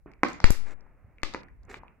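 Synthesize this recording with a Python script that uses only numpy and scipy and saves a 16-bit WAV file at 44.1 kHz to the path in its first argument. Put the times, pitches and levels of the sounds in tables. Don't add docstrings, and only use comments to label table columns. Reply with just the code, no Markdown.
import sys
import numpy as np
from scipy import signal
from scipy.fft import rfft, irfft, next_fast_len
from scipy.io import wavfile
from scipy.ndimage import map_coordinates

SR = 44100
rng = np.random.default_rng(int(sys.argv[2]) if len(sys.argv) > 2 else 0)


def unload_wav(signal):
    wavfile.write(
        sys.argv[1],
        SR,
        np.round(np.clip(np.atleast_2d(signal).T, -1, 1) * 32767).astype(np.int16),
    )


def volts(x):
    e = np.asarray(x, float) / 20
    return 10 ** e


N = 88200


def unit(x):
    return x / np.sqrt(np.mean(x ** 2) + 1e-20)


def along(points, hz):
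    f, v = np.transpose(points)
    return np.interp(np.log(hz + 1), np.log(f + 1), v)


def filtered(x, response):
    n = x.shape[-1]
    m = next_fast_len(n + SR // 4)
    return irfft(rfft(x, m) * response(np.fft.rfftfreq(m, 1 / SR)), m)[..., :n]


def spans(rows, edge_s):
    t = np.arange(N) / SR
    return np.array([np.clip(np.minimum(t - r[0], r[1] - t) / edge_s + .5, 0, 1) for r in rows])


def wobble(rate_hz):
    knots = rng.standard_normal(int(N * rate_hz / SR) + 4)
    return map_coordinates(knots, [np.arange(N) * rate_hz / SR])


def blend(a, shared):
    return np.sqrt(shared) * a[0] + np.sqrt(1 - shared) * a[1:]


def noise(spectrum, shared):
    both = blend(rng.standard_normal((3, N)), shared)
    return unit(filtered(both, lambda hz: volts(along(spectrum, hz))))


# freq_hz, level_db
HUSH_COLOUR = [(25, -7), (160, -0.5), (400, -8), (1000, -12), (2300, -17), (2800, -28.5), (3300, -42),
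               (5000, -81)]
# time_s, level_db
HUSH_LEVEL = [(0, -73.5), (0.052, -86), (0.069, -55.5), (.2, -73), (0.298, -53), (0.751, -63.5),
              (0.968, -68.5), (1.201, -67.5), (1.448, -60.5), (1.532, -73.5), (1.598, -72.5), (1.701, -63),
              (1.849, -62.5), (2, -71)]
RUMBLE_DB, RUMBLE_HZ, HISS_DB = -59.5, 70, -89


def hush():
    s, db = np.transpose(HUSH_LEVEL)
    air_db = np.interp(np.arange(N) / SR, s, db) + 3.5 + 1.5 * wobble(20)
    air = volts(air_db) * noise(HUSH_COLOUR, shared=0.74)
    rumble = noise([(12, -20), (28, 0), (RUMBLE_HZ, -6), (160, -25), (400, -80)], shared=.4)
    rumble = volts(RUMBLE_DB + 3.5 * wobble(3)) * rumble
    hiss = volts(HISS_DB) * rng.standard_normal((2, N))
    return air + rumble + hiss


POP_S = [.0608, .2337, .4024, .4421, .5052, 1.2331, 1.3378, 1.3468, 1.7426]
# peak_db, spike_rolloff_hz, snap_over_spike_db, table_boom_db, left_over_right_db
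POPS = [
    (-35.5, 800, -42, 8, 1),
    (-1.5, 2070, -24, 6, 1),
    (-25.5, 1500, -7.5, -24.5, 5.5),
    (-5, 2600, -9, -28.5, -2.5),
    (-19.5, 18000, 1, -20.5, 0.5),
    (-10, 4620, -16.5, 8.5, 7.5),
    (-37, 1500, -0.5, -23, 20.5),
    (-16, 1960, -16, 8.5, 0.5),
    (-26, 3100, -19.5, -19, 6),
]
# pitch_hz, width_hz, level_db
TABLE = [(1140, 590, 10), (2084, 590, 16), (4200, 2600, -16.5)]
TABLE_DB, BOOM_HZ, BOOM_WIDTH_HZ = -6.5, 335, 160
BOUNCE_S, BOUNCE_DB = 0.002422, -17.5
TEAR_S, TEAR_DB, LOW_CUT_HZ, SNAP_TILT = .0035, -8, 110, 1.3


def ring(f, pitch_hz, width_hz):
    return 1j * f * width_hz / (pitch_hz ** 2 - f * f + 1j * f * width_hz)


def big_pockets(t):
    for s, (peak_db, rolloff_hz, snap_db, boom_db, pan_db) in zip(POP_S, POPS):
        tear_s = rng.random(6) * TEAR_S + 0.00059
        tear_size = volts(TEAR_DB) * rng.uniform(-0.64, 1, 6)
        low_cut_hz = LOW_CUT_HZ * volts(-.55 * boom_db)

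        def shape(f):
            bounce = volts(BOUNCE_DB) * np.exp(-2j * np.pi * f * BOUNCE_S)
            tears = np.exp(-2j * np.pi * f[:, None] * tear_s) @ tear_size
            wood = sum(volts(db) * ring(f, hz, width) for hz, width, db in TABLE)
            boom = volts(boom_db) * ring(f, BOOM_HZ, BOOM_WIDTH_HZ)
            table = 1 + volts(TABLE_DB) * wood + boom
            spike = np.exp(-(f / rolloff_hz) ** 2) * (1j * f / (low_cut_hz + 1j * f)) ** 2
            return (1 + bounce + tears) * table * spike

        sign = np.sign(s - .1)
        body = sign * filtered(1. * (t == 0), shape)
        yield s, peak_db, body, snap_db, pan_db, SNAP_TILT * np.log2(rolloff_hz / 2800)


BUBBLE_S = [.1162, .136, .193, .285, .332, .468, .808, .865, 1.045, 1.184, 1.218, 1.433, 1.485, 1.633,
            1.652, 1.705, 1.834, 1.8815]
BUBBLE_HZ = [2100, 2300, 2000, 1500, 6800, 2000, 5300, 900, 90, 2300, 2000, 2200, 1800, 5000, 7000, 420,
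             950, 2500]
# peak_db, snap_over_body_db, left_over_right_db
BUBBLES = [(-50, -8, 0), (-47.5, -15, 7), (-60.5, -29, 5), (-33, 0, 1), (-38, -11.5, 6.5),
           (-41.5, -0.5, 0.5), (-55, -20, 0), (-52, -25, 8), (-42.5, -51.5, -1.5), (-43.5, -27, 3),
           (-57, -8, 3), (-45.5, -4, 3), (-46, -23, 6), (-67.5, 7, -1), (-61.5, -15, 11), (-43.5, -8.5, 3),
           (-37, -32, 8), (-45.5, -38, -2.5)]
BUBBLE_CYCLES, REFERENCE_HZ = 8, 1000
BUBBLE_RISE = .9


def small_pockets(t):
    for s, hz, (peak_db, snap_db, pan_db) in zip(BUBBLE_S, BUBBLE_HZ, BUBBLES):
        cycles = np.maximum(t, 0) * hz
        decay = volts(-60 * cycles / BUBBLE_CYCLES / np.sqrt(hz / REFERENCE_HZ))
        body = np.sin(2 * np.pi * cycles) * decay * (1 - np.exp(-cycles / BUBBLE_RISE))
        yield s, peak_db, body, snap_db, pan_db, .5


def pockets(t):
    yield from big_pockets(t)
    yield from small_pockets(t)


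# freq_hz, t60_s
ROOM = [(150, 1), (400, 0.16), (1040, 0.35), (2760, 0.42), (7280, 0.3), (14000, .25)]
# freq_hz, level_db
ROOM_COLOUR = [(100, -2.5), (350, 6.5), (2200, -3), (3200, 4), (4800, 6), (8000, 1), (12000, 2),
               (16000, -27)]
ROOM_DB, ROOM_SHARED, ROOM_GAP_S, ROOM_RISE_S = -8.5, 0.14, .008, .004


def room(x):
    hz, t, z = signal.stft(rng.standard_normal((3, SR // 2)), SR, nperseg=128)
    decay_db = along(ROOM_COLOUR, hz)[:, None] - 60 * t / along(ROOM, hz)[:, None]
    tail = blend(signal.istft(z * volts(decay_db), SR, nperseg=128)[1], ROOM_SHARED)
    rise = np.clip((np.arange(tail.shape[1]) / SR - ROOM_GAP_S) / ROOM_RISE_S, .1, 1)
    tail = tail * rise
    return volts(ROOM_DB) * signal.fftconvolve(x[None], tail / np.linalg.norm(tail[0]), axes=1)


# freq_hz, level_db
SNAP = [(1500, -31), (3200, -6), (4600, 1.5), (7500, -7.5), (9000, -19.5), (12000, -25.5), (14000, -39),
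        (17000, -68.5)]
# delay_s, level_db
ECHOES = [
    (.0098, -20),
    (0.0144, -23.5),
    (0.017, -17.5),
    (0.031, -26.5),
]
SNAP_T60, RIGHT_LAG_S = 0.013, 4 / SR


def late(x):
    lag_s = np.array([[0], [RIGHT_LAG_S]])
    return filtered(x[:, :N], lambda f: np.exp(-2j * np.pi * f * lag_s))


def bursts():
    near, far = np.zeros((2, N + SR)), np.zeros((2, N + SR))
    lead = SR // 500
    t = (np.arange(SR // 12) - lead) / SR
    for s, peak_db, body, snap_db, pan_db, tilt in pockets(t):
        def colour(f):
            return volts(along(SNAP, f)) * (f / 5000 + 0.013) ** tilt

        air = rng.standard_normal((2, len(t))) * (t >= 0) * volts(-60 * t / SNAP_T60)
        snap = filtered(air, colour)
        body_gain = volts(peak_db) / np.abs(body).max()
        snap_gain = volts(peak_db + snap_db) / np.abs(snap).max()
        pop = body_gain * body + snap_gain * snap
        i = round(s * SR) - lead
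        near[:, i:i + len(t)] += pop * volts(np.array([[pan_db / 2], [-pan_db / 2]]))
        for delay_s, echo_db in ECHOES:
            j = i + round(delay_s * SR)
            far[:, j:j + len(t)] += pop * volts(echo_db + rng.normal(0, 6, (2, 1)))
        click = np.linalg.norm(air[0]) * filtered(1. * (t == 0), colour)
        tail = room(body_gain * body + snap_gain * click)
        far[:, i:i + tail.shape[1]] += tail
    return late(near), late(far)


# start_s, end_s
TREBLE_OPEN = [
    (.225, .395),
    (.398, .745),
    (1.228, 1.42),
    (1.69, 1.795),
]
SPLIT_HZ, SHUT_DB, GATE_S = 2850, -29.5, 0.011


def suppress(x):
    high = filtered(x, lambda hz: 1 / (1 + (SPLIT_HZ / (hz + 1)) ** 12))
    is_open = np.clip(spans(TREBLE_OPEN, GATE_S).sum(axis=0), 0, 1)
    return x - high + high * volts(SHUT_DB * (1 - is_open))


# start_s, end_s, level_db, edge_s
SQUELCH = [
    (0.269, 0.335, -55.5, 0.035),
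    (0.45, 0.555, -48.5, 0.011),
    (0.654, .745, -55, 0.031),
    (1.679, 1.748, -52, 0.031),
    (1.731, 1.792, -57.5, 0.037),
]
# freq_hz, level_db
WET = [(120, -38.5), (200, -17.5), (390, -5.5), (620, -15.5), (2100, -14), (3300, -26.5), (5000, -31),
       (7500, -28), (8800, -39.5), (15500, -61.5)]
# freq_hz, level_db
GRAIN = [(150, -31), (400, 1.5), (900, -10.5), (2200, -4.5), (3000, -19), (5000, -37)]
GRAIN_DB, GRAINS_PER_S, GRAIN_SPREAD_DB = -2, 1800, 4


def squelch():
    level = sum(volts(r[2]) * spans([r], r[3])[0] ** 2 for r in SQUELCH)
    chance, side, size = rng.random((3, N))
    sizes = volts(-GRAIN_SPREAD_DB * np.log(size + 0.0066))
    specks = (chance < GRAINS_PER_S / SR) * np.sign(side - .5) * sizes
    grains = unit(filtered(specks, lambda hz: volts(along(GRAIN, hz))))
    flutter = volts(1.6 * wobble(40) + 2.5 * wobble(300))
    return level * volts(GRAIN_DB) * grains + level * flutter * noise(WET, shared=0.84)


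# start_s, size (full scale 1), back_to_zero_s, fade_s
PUFFS = [
    (0.443, 0.78, .044, 0.23),
    (0.5049, .43, 0.044, 0.051),
    (1.235, -0.073, 0.17, 0.038),
]
PUFF_RISE_S = .0003


def puffs():
    out, t = np.zeros(N), np.arange(N) / SR
    for s, size, zero_s, fade_s in PUFFS:
        u = np.maximum(t - s, 0)
        on = 1 - np.exp(-u / PUFF_RISE_S)
        out = out * (1 - on) + on * size * (1 - u / zero_s) * np.exp(-u / fade_s)
    return np.array([out, 0 * out])


def scene():
    near, far = bursts()
    return near + suppress(far + squelch()) + puffs() + hush()


# freq_hz, level_db
RIGHT_COLOUR = [(300, 0.5), (1500, 3), (6000, -2), (12000, 6)]
DIP_HZ, DIP_WIDTH_HZ, DIP_DB = 3130, 350, -4


def ports(hz):
    difference_db = along(RIGHT_COLOUR, hz) * np.array([[-.5], [.5]])
    dip_db = DIP_DB * np.exp(-((hz - DIP_HZ) / DIP_WIDTH_HZ) ** 2)
    return volts(difference_db + dip_db)


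def low_pass(x):
    return signal.sosfilt(signal.butter(12, 16300, fs=SR, output="sos"), x)


def record(dry):
    mix = filtered(dry, ports)
    return low_pass(mix)


dry = scene()
out = record(dry)
unload_wav(out)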